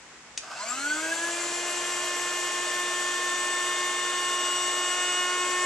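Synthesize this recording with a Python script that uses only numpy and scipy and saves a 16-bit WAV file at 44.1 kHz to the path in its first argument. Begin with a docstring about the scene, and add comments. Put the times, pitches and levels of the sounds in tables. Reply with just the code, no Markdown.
"""One sharp plastic click switches on a vacuum sealer on a kitchen counter, over a faint mains hum.
Its small motor then spins up to a steady whine and drives a geared-down piston that draws air from a bag.
The click is noise bursts ringing a plastic lid; the whine is many sine waves at multiples of the shaft speed.
Slack gears growl during the spin-up, and shaped noise makes the rush of brushes and valves."""
import sys
import numpy as np
from scipy import signal
from scipy.fft import rfft, irfft
from scipy.io import wavfile

SR = 44100
rng = np.random.default_rng(int(sys.argv[2]) if len(sys.argv) > 2 else 0)


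def pcm_store(signal):
    """Save signal as 16-bit PCM."""
    levels = np.round(np.clip(np.atleast_2d(signal), -1, 1) * 32767)
    wavfile.write(sys.argv[1], SR, levels.astype(np.int16).T)


N = 249517
TIME = np.arange(N) / SR
BIN_HZ = np.maximum(np.fft.rfftfreq(N, 1 / SR), 1)
CUTOFF_HZ = 12900   # nothing much is heard above this

POWER_ON_S = 0.415   # the pump is first heard
SPIN_START_S, SPIN_UP_S = 0.370, 0.2864   # start and time constant of the run-up curve
PISTON_GEARING = 6   # shaft turns per piston stroke
COMMUTATOR_BARS = 5

# How alike the machine sounds at the two microphones.
# Each row: frequency in Hz, left-right likeness (1 = the same, 0 = unrelated).
LIKENESS = [(60, .87), (330, .96), (650, .92), (1100, .93), (1700, .77), (3000, .74), (3800, .52),
            (5500, .74), (7500, .5), (9500, .15), (11500, -.1)]


def from_db(db):
    """Turn decibels into gain."""
    return np.exp(np.asarray(db) * (np.log(10) / 20))


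def rms_one(x):
    """Scale to unit power."""
    return x / np.sqrt(np.mean(np.abs(x) ** 2) + 1e-20)


def at_hz(points, hz):
    """Read a table between its rows, on a log-frequency axis."""
    table = np.array(points)
    return np.interp(np.log(hz), np.log(table[:, 0]), table[:, 1])


def bumps(peaks, hz):
    """Gain in dB of a set of resonances and hollows."""
    return sum(db / (1 + (2 * (hz - centre) / width) ** 2) for centre, width, db in peaks)


def ramp(start, length):
    """Rise from 0 to 1 over length seconds."""
    return np.clip((TIME - start) / length, 0, 1)


def dying_bursts(bursts, decay_s):
    """Sudden bursts, each a (start in seconds, level in dB), that die away with one time constant."""
    total = 0
    for start, db in bursts:
        decay = np.exp(-np.minimum(np.abs(TIME - start) / decay_s, 20))
        total = total + from_db(db) * (TIME >= start) * decay
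    return total


def drift(rate):
    """Smooth random wander of spread 1 that changes about rate times a second."""
    step = 40   # drawn at every 40th sample, then joined by straight lines
    r = np.exp(-2 * np.pi * step * rate / SR)
    slow = signal.lfilter([1], [1, -2 * r, r * r], rng.standard_normal(N // step + 2002))[2000:]
    return np.interp(np.arange(N) / step, np.arange(len(slow)), rms_one(slow))


def pan(hz):
    """Left and right gains: the highest treble beams towards the left microphone."""
    # Each row: frequency in Hz, left minus right in dB.
    balance = [(100, -.5), (450, -1.2), (1100, .7), (2900, -1.2), (3800, -1.8), (5900, -1), (6400, 0),
               (6800, 4), (7200, 8), (7800, 12.5), (9500, 8.5), (11000, 12)]
    lean = from_db(at_hz(balance, hz))
    return np.array([lean, np.ones_like(lean)]) * 2 / (1 + lean)


def stereo_noise(colour, likeness, drive=1):
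    """Noise shaped by a gain per frequency and pulsed by drive; its left-right average has rms 1."""
    mid, side = rfft(rng.standard_normal((2, N)) * drive)
    alike = np.clip(at_hz(likeness, BIN_HZ), -.99, .99)
    spectrum = np.sqrt(1 + alike) * mid + np.sqrt(1 - alike) * side * [[1], [-1]]
    pair = irfft(spectrum * colour * pan(BIN_HZ), N)
    return pair / pair.mean(axis=0).std()


def reflections(t60):
    """Dense echoes off counter and cupboards, 60 dB down after t60 seconds; different left and right."""
    t = TIME[:SR // 2]
    tail = rng.standard_normal((2, len(t))) * from_db(-60 * t / t60) * (t > .002)
    return tail / np.sqrt(np.sum(tail ** 2, axis=1, keepdims=True))   # unit energy


def echoes(x, t60):
    """What the kitchen sends back of a stereo sound."""
    return signal.fftconvolve(x, reflections(t60), axes=1)[:, :N]


def resonate(force, modes):
    """Resonances side by side, of alternating sign, each placed between the microphones."""
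    out = 0
    for k, (hz, width, db) in enumerate(modes):
        r = np.exp(-np.pi * width / SR)   # a wide resonance dies fast
        feedback = [1, -2 * r * np.cos(2 * np.pi * hz / SR), r * r]
        mode = signal.lfilter([(1 - r * r) / 2, 0, (r * r - 1) / 2], feedback, force + 1e-18)
        out = out + (-1) ** k * from_db(db) * mode * pan(hz)[:, None]
    return out


def case_colour(hz):
    """Gain in dB of the case: a broad slope with resonances and hollows on it."""
    # Broad slope. Each row: frequency in Hz, gain in dB.
    slope = [(100, -27), (220, -12), (310, -3.5), (400, -3), (680, 0), (1300, 0.5), (2000, -1), (3200, 1),
             (3900, -3), (4600, 0.5), (5200, -4.5), (6000, 3), (7700, 1), (9200, -9), (10200, -13.5),
             (11700, -22), (12800, -44)]
    # Resonances and hollows. Each row: centre in Hz, width in Hz, gain in dB.
    case_peaks = [(484, 35, 4), (534, 18, -8.5), (592, 22, 6.5), (651, 15, 6), (926, 16, 0.5),
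                  (1120, 37, 1), (1246, 15, 5), (1310, 21, -2.5), (1424, 86, 5), (1580, 40, 1),
                  (2100, 50, 4), (2400, 340, -1)]
    return at_hz(slope, hz) + bumps(case_peaks, hz)


def kitchen(noise_db=-50.5):
    """Quiet noise that reaches the microphones from all around, and the steady hum of appliances."""
    # Colour of the still room. Each row: frequency in Hz, relative level in dB.
    room_colour = [(15, -46), (25, -17), (65, -4), (91, -12.5), (145, -4), (213, -6.5), (243, -12),
                   (269, -5), (2070, -1.5), (3850, -9.5), (7350, -7), (10500, -27), (11800, -38),
                   (15600, -70)]
    # Spread of the room noise. Each row: frequency in Hz, left-right likeness.
    diffuse = [(60, .88), (500, .86), (1300, .64), (2600, .33), (4200, -.1), (11000, 0)]
    # Hum tones. Each row: frequency in Hz, level in dB.
    hum_tones = [(60, -75), (241, -68), (307, -71)]
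    hum = 0
    for hz, db in hum_tones:
        hum = hum + np.sqrt(2) * from_db(db) * np.sin(2 * np.pi * (hz * TIME + rng.random()))
    return from_db(noise_db) * stereo_noise(from_db(at_hz(room_colour, BIN_HZ)), diffuse) + hum


def switch(level_db=-11, crack_db=-8, counter_db=-7, room_db=-4):
    """Short crunches crack, ring the plastic lid, bounce off the counter and die away in the kitchen."""
    # The snap and the two contacts that follow. Each row: start in seconds, relative level in dB.
    contacts = [(0.3750, -6), (0.3759, 0), (0.3775, -5)]
    # Ring of the switch and lid. Each row: centre in Hz, width in Hz, relative level in dB.
    lid_modes = [(1000, 360, -15), (2450, 140, 2), (3780, 550, 0), (4400, 630, 1.5), (5000, 540, 2),
                 (5870, 550, 3), (6950, 500, -0.5), (7850, 1000, -8), (9400, 820, -12)]
    force = dying_bursts(contacts, decay_s=0.0013)
    crunch = force * rng.choice([-1, 1], N)
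    crack_band = signal.butter(2, [1500, 6000], "band", fs=SR, output="sos")
    crack = signal.sosfilt(crack_band, force * rng.choice([-1, 1], N))
    # the click is dull above 11 kHz
    soften = signal.butter(2, 11000, fs=SR, output="sos")
    ring = signal.sosfilt(np.vstack([soften, soften]), resonate(crunch, lid_modes) + from_db(crack_db) * crack)
    counter, room = echoes(ring, t60=.06), echoes(ring, t60=.28)
    return from_db(level_db) * (ring + from_db(counter_db) * counter + from_db(room_db) * room)


def motor_speed(full_speed_hz=352.98, creep_hz_per_s=1.483):
    """Turns per second: a run-up that levels off, a slow upward creep and small changes of load."""
    # Load on the shaft. Each row: time in seconds, turns per second gained or lost.
    load_shift = [(1.0, 0), (1.4, .6), (2.05, .3), (2.3, -.7), (2.9, -.1), (4.7, -.1), (5.4, .3)]
    running = np.maximum(TIME - SPIN_START_S, 1e-3)
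    run_up = 1 - np.exp(-running / SPIN_UP_S)
    return (full_speed_hz + creep_hz_per_s * running) * run_up + np.interp(TIME, *np.transpose(load_shift))


def gear_rattle(speed, angle, level_db=-45.0, room_db=-7, uneven_db=4, bite_s=0.048):
    """Commutator bars jolt slack gears, whose teeth chatter: a broken growl that settles with the spin-up."""
    # Ring of the gearbox. Each row: centre in Hz, width in Hz, relative level in dB.
    gearbox_modes = [(683, 72, 9.5), (1010, 230, 3.5), (1230, 150, 8.5), (1500, 190, 6.5), (2690, 250, -1),
                     (5140, 380, -2)]
    # The gears lurch as the shaft catches. Each row: start in seconds, size of the added burst
    # in dB against the rattle.
    lurches = [(0.433, 5), (0.476, 0), (0.501, 4), (0.515, 4), (0.531, 2), (0.570, -6), (0.669, 9),
               (0.718, 8)]
    slack = .3 * drift(260)   # teeth land early or late
    bars = np.abs(np.diff(np.floor(COMMUTATOR_BARS * angle / (2 * np.pi) + slack), prepend=0))
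    chatter = (rng.random(N) < 600 / SR) * rng.choice([-1, 1], N)   # about 600 stray knocks a second
    knocks = (bars + chatter) * from_db(uneven_db * (2 * rng.random(N) - 1))
    rattle = rms_one(resonate(knocks, gearbox_modes)) * (1 + dying_bursts(lurches, decay_s=0.011))
    torque = np.clip(2 * (1 - speed / speed[-1]), 0, 1) * (1 + ramp(POWER_ON_S, bite_s)) / 2
    return from_db(level_db) * torque * (rattle + from_db(room_db) * echoes(rattle, t60=0.15))


def brush_sweeps(speed, angle, flutter_hz=170, room_db=-4):
    """Starting current makes the brushes buzz: rasping tones sweep up the treble and die as the motor settles."""
    # Buzz tones. Each row: multiple of the motor speed, relative level in dB.
    brush_orders = [(35, 0), (37, -4), (40, -2), (41, -4), (45, -4), (50, -5)]
    # Level along the sweep. Each row: frequency in Hz, level in dB.
    brush_colour = [(5000, -61), (6600, -62), (7450, -44), (8300, -61), (9400, -62), (11000, -63),
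                    (12700, -64)]
    buzz = 0
    for order, db in brush_orders:
        hz = order * speed
        rasp = 1 + drift(flutter_hz)   # sparking unsettles level and phase
        tone = np.sin(order * angle + drift(flutter_hz))
        buzz = buzz + from_db(db + at_hz(brush_colour, hz)) * rasp * tone * pan(hz)
    buzz = buzz * np.clip(10 * (1 - speed / speed[-1]), 0, 1)
    return buzz + from_db(room_db) * echoes(buzz, t60=.1)


def rush(speed, angle, stroke, split_hz=2600, per_turn=0.18, per_stroke=0.062, grain_db=0.8, ripple=0.28):
    """Brushes scrape with each turn and valves puff once a stroke; case and near surfaces colour the noise."""
    slowness = 1 - speed / speed[-1]
    rumble_db = -36.5 - 27.5 * slowness   # case rumble, which the shaft speed lowers further below
    hiss_db = -36.5 - 23.5 * slowness   # brush and air hiss
    near = np.abs(1 + ripple * rfft(reflections(t60=0.049)[0], N))
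    colour = from_db(case_colour(BIN_HZ)) * near
    low_share = 1 / (1 + (BIN_HZ / split_hz) ** 4)
    puffs = 1 + per_stroke * np.sin(stroke)
    turning = 1 + per_turn * (np.cos(angle) + np.cos(2 * angle)) / 2
    scrapes = rms_one(turning * from_db(grain_db * drift(230)))
    rumble = stereo_noise(colour * np.sqrt(low_share), LIKENESS, puffs)
    hiss = stereo_noise(colour * np.sqrt(1 - low_share), LIKENESS, scrapes)
    return from_db(rumble_db) * rumble * np.sqrt(speed / speed[-1]) + from_db(hiss_db) * hiss


def running_levels(emptying_s=1.97):
    """Level in dB of each order at full speed: it follows the air left in the bag and movements in the room."""
    # Movements that shift the standing waves at the microphones: start in seconds, length in seconds.
    bystander_steps_back = (4.06, 0.32)
    bystander_turns = (4.74, 0.29)
    microphone_moves = (5.19, 0.35)
    # The commutator's tone. 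Each row: time in seconds, level in dB.
    commutator_tone = [(1.45, -49), (1.7, -44), (2.0, -39), (2.5, -38), (2.9, -34.5), (3.5, -34),
                       (4.2, -37.5), (4.62, -40.5), (4.95, -37), (5.16, -38.5), (5.28, -37), (5.46, -40),
                       (5.58, -32)]
    # Other strong orders. Each row: multiple of the motor speed, level in dB with the bag empty,
    # dB gained as it empties, dB change with each of the three movements above.
    strong_orders = [(1, -42.5, 2, 0, 0, 4.5), (2, -64.5, -34, 9, 6.5, -2.5),
                     (3, -32.5, 16.5, -0.5, -1, 3.5), (4, -56, 18, 11.5, 6.5, -2.5),
                     (6, -45.5, -0.5, -0.5, 5, 1.5), (7, -47.5, -6.5, -4.5, 9, -3),
                     (8, -38.5, 10, 5, 0.5, -7.5), (10, -37.5, 29, -3, -0.5, -4.5),
                     (16, -49.5, -1, 5.5, 1, -5), (18, -49, 9, 2, 2, -10), (20, -47, -4, -4.5, 2.5, 7),
                     (21, -65.5, -49.5, 13.5, 1, -10), (22, -43.5, 9, 5, -0.5, -1.5)]
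    # Weaker orders. Each row: multiple of the motor speed, level in dB before the shared shift below.
    weak_orders = [(4.667, -55), (8.167, -53), (9, -48.5), (11, -56), (12, -55), (13, -59), (14, -56),
                   (15, -52), (17, -55), (19, -56), (23, -55), (24, -55), (25, -66), (26, -64), (27, -67),
                   (28, -66), (29, -65), (30, -55), (31, -67), (32, -61)]
    air = np.exp(-np.maximum(TIME - POWER_ON_S, 0) / emptying_s)   # 1 = full bag
    moves = np.array([ramp(*bystander_steps_back), ramp(*bystander_turns), ramp(*microphone_moves)])
    levels = {COMMUTATOR_BARS: np.interp(TIME, *np.transpose(commutator_tone))}
    for order, db, gain_db, *move_db in strong_orders:
        levels[round(order)] = db - gain_db * air + np.dot(move_db, moves)
    for order, db in weak_orders:
        levels[order] = db - 4 + 8.5 * air
    return levels


def starting_level(order, speed, level_db=-44.0, fall_db_per_octave=4.5):
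    """Level in dB of an order on the way up: it sweeps through case, panels and standing waves."""
    # Orders that stand out under the starting current. Each row: multiple of the motor speed, extra dB.
    starting_orders = [(1, 6.5), (3, 2), (5, 13), (6, 3), (7, 2), (8, 3), (10, 6), (11, 3), (15, 5),
                       (19, 4), (20, 7), (21, 4), (22, 8), (23, 6), (24, 4), (25, 8), (26, 4), (27, 4),
                       (28, 4), (29, 3), (30, 7), (32, 3)]
    # Resonances and hollows of the panels. Each row: centre in Hz, width in Hz, gain in dB.
    panels = [(203, 163, -13), (326, 200, 9), (512, 185, -23), (657, 59, 11.5), (890, 51, 1.5),
              (2330, 360, 4), (2622, 52, 10.5), (4230, 360, 6.5), (5300, 180, -1), (7370, 600, 9.5),
              (7550, 220, 1), (8220, 630, 7), (10650, 1400, 22.5)]
    # Narrow peaks and nulls over the counter, which make the rising whine surge and break.
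    # Each row: centre in Hz, width in Hz, gain in dB.
    standing_waves = [(332.5, 3.5, -10), (665.5, 4, -14), (1003, 50, 6), (1125, 130, -5), (1256, 45, 7),
                      (1307, 25, -10), (1353, 45, 3), (1395, 22, -5), (1458, 40, 9), (1481, 10, -10),
                      (1510, 45, 13), (1585, 7, -20), (1600, 60, 5), (1634, 6, -13), (1645, 11, 13),
                      (1657, 6, -15), (1692, 50, 9)]
    sweep_hz = np.arange(1, CUTOFF_HZ)
    path_db = case_colour(sweep_hz) + bumps(panels, sweep_hz) + bumps(standing_waves, sweep_hz)
    vigour_db = 20 * np.log10(np.minimum(speed / 265, 1))   # slow bars tap the brushes softly
    extra_db = sum(db for multiple, db in starting_orders if round(multiple) == order)
    source_db = level_db - fall_db_per_octave * np.log2(order) + extra_db
    return source_db + vigour_db + np.interp(order * speed, sweep_hz, path_db)


def swell_db(order):
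    """Brief rises and falls of one order: chirps on the way up, slower swells at full speed."""
    # Each row: multiple of the motor speed, middle in seconds, length in seconds, change in dB.
    swells = [(5, .56, .04, -10), (2, .58, .18, -10), (3, .58, .07, -6), (15, .565, .06, 8),
              (5, .615, .035, 3), (5, .675, .05, -8), (25, .6, .05, 11), (3, .66, .07, 5),
              (20, .625, .04, 8), (20, .685, .04, 9), (20, .735, .04, 8), (10, .68, .04, 8),
              (32, .68, .05, 10), (31, .69, .07, 13), (30, .74, .18, 6), (11, .785, .04, 10),
              (15, .83, .26, 8), (11, .93, .24, 7), (4, .99, .06, 5), (7, 1.0, .07, 6), (8, 1.11, .06, 6),
              (25, 1.3, .35, 5), (7, 1.38, .1, 7), (6, 3.0, .35, -4), (8, 3.2, .35, -5), (22, 3.5, .4, 4),
              (6, 3.85, .4, 5), (3, 4.33, .25, 2), (5, 4.5, .16, -3), (8, 4.78, .14, -2.5),
              (3, 5.08, .2, -2.5), (8, 5.22, .14, 3), (22, 5.3, .25, -4), (4, 5.32, .22, 4),
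              (4, 5.6, .2, -9)]
    total_db = 0
    for multiple, middle, length, db in swells:
        if multiple == order:
            total_db = total_db + db * np.exp(-np.minimum((2 * (TIME - middle) / length) ** 2, 20))
    return total_db


def motor_order(order, speed, angle, stroke):
    """One multiple of the shaft rate: a clean tone, a wavering part, short beats and the piston's throb."""
    wavering = np.clip(0.1 + 0.016 * order, 0, .8)
    clean = np.sqrt(1 - wavering ** 2)
    rate = 11 * (1 + order / 20)   # wavers per second
    phase = order * angle + rng.uniform(0, 2 * np.pi)
    sine, cosine = np.sin(phase), np.cos(phase)
    line = clean * sine + wavering * (drift(rate) * sine + drift(rate) * cosine) / np.sqrt(2)
    alike = at_hz(LIKENESS, order * speed[-1])
    side = np.sqrt((1 - alike) / (1 + alike)) * cosine * (clean + wavering * drift(rate))
    throb = 1 + .006 * order * np.sin(stroke + rng.uniform(0, 2 * np.pi))
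    beat_db = min(0.07 * order, 2.5)   # higher orders flutter more, up to a limit
    beat_phase = 2 * np.pi * (8.5 * TIME + rng.random()) + 2 * drift(2.52)   # about 8.5 beats a second
    beats = from_db(beat_db * np.sin(beat_phase))
    return np.sqrt(2) * (line + side * [[1], [-1]]) * throb * beats * pan(order * speed)


def whine(speed, angle, stroke):
    """All motor orders, each passing from its starting to its running level as the motor settles."""
    # stays at 1 for about three time constants of the run-up, then fades
    starting = np.minimum(20.7 * np.exp((SPIN_START_S - TIME) / SPIN_UP_S), 1)
    low, high = 0, 0
    for order, running_db in running_levels().items():
        db = (1 - starting) * running_db + starting * starting_level(order, speed) + swell_db(order)
        line = from_db(db) * motor_order(order, speed, angle, stroke)
        if order <= COMMUTATOR_BARS:
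            low = low + line
        else:
            high = high + line
    # while the upper lines climb fast, echoes lag behind them in pitch and beat against them
    current = np.clip(3 * (1 - speed / speed[-1]), 0, 1)
    smear = .5 * np.sqrt(current)
    late = signal.fftconvolve(high * smear, reflections(t60=.12)[:1], axes=1)[:, :N]
    direct = low + np.sqrt(1 - smear ** 2) * high
    return direct + .95 * late + .35 * echoes((low + high) * smear, t60=.2)


def pump(running_in_s=0.0081):
    """The shaft spins up, a little unsteady, and drives whine, buzz, rush and rattle together."""
    speed = motor_speed()
    angle = 2 * np.pi * np.cumsum(speed * (1 + .0004 * drift(14))) / SR
    stroke = angle / PISTON_GEARING
    turning = np.clip(speed / 200, 0, 1) ** 3   # a slow shaft hardly sings
    tones = turning * (whine(speed, angle, stroke) + brush_sweeps(speed, angle))
    noises = rush(speed, angle, stroke) + gear_rattle(speed, angle)
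    return ramp(POWER_ON_S, running_in_s) * (tones + noises)


def scene():
    """Click, pump and room."""
    return switch() + pump() + kitchen()


def record(dry):
    """Cut the top steeply."""
    return signal.sosfilt(signal.ellip(10, .1, 80, CUTOFF_HZ, fs=SR, output="sos"), dry)


dry = scene()
out = record(dry)
pcm_store(out)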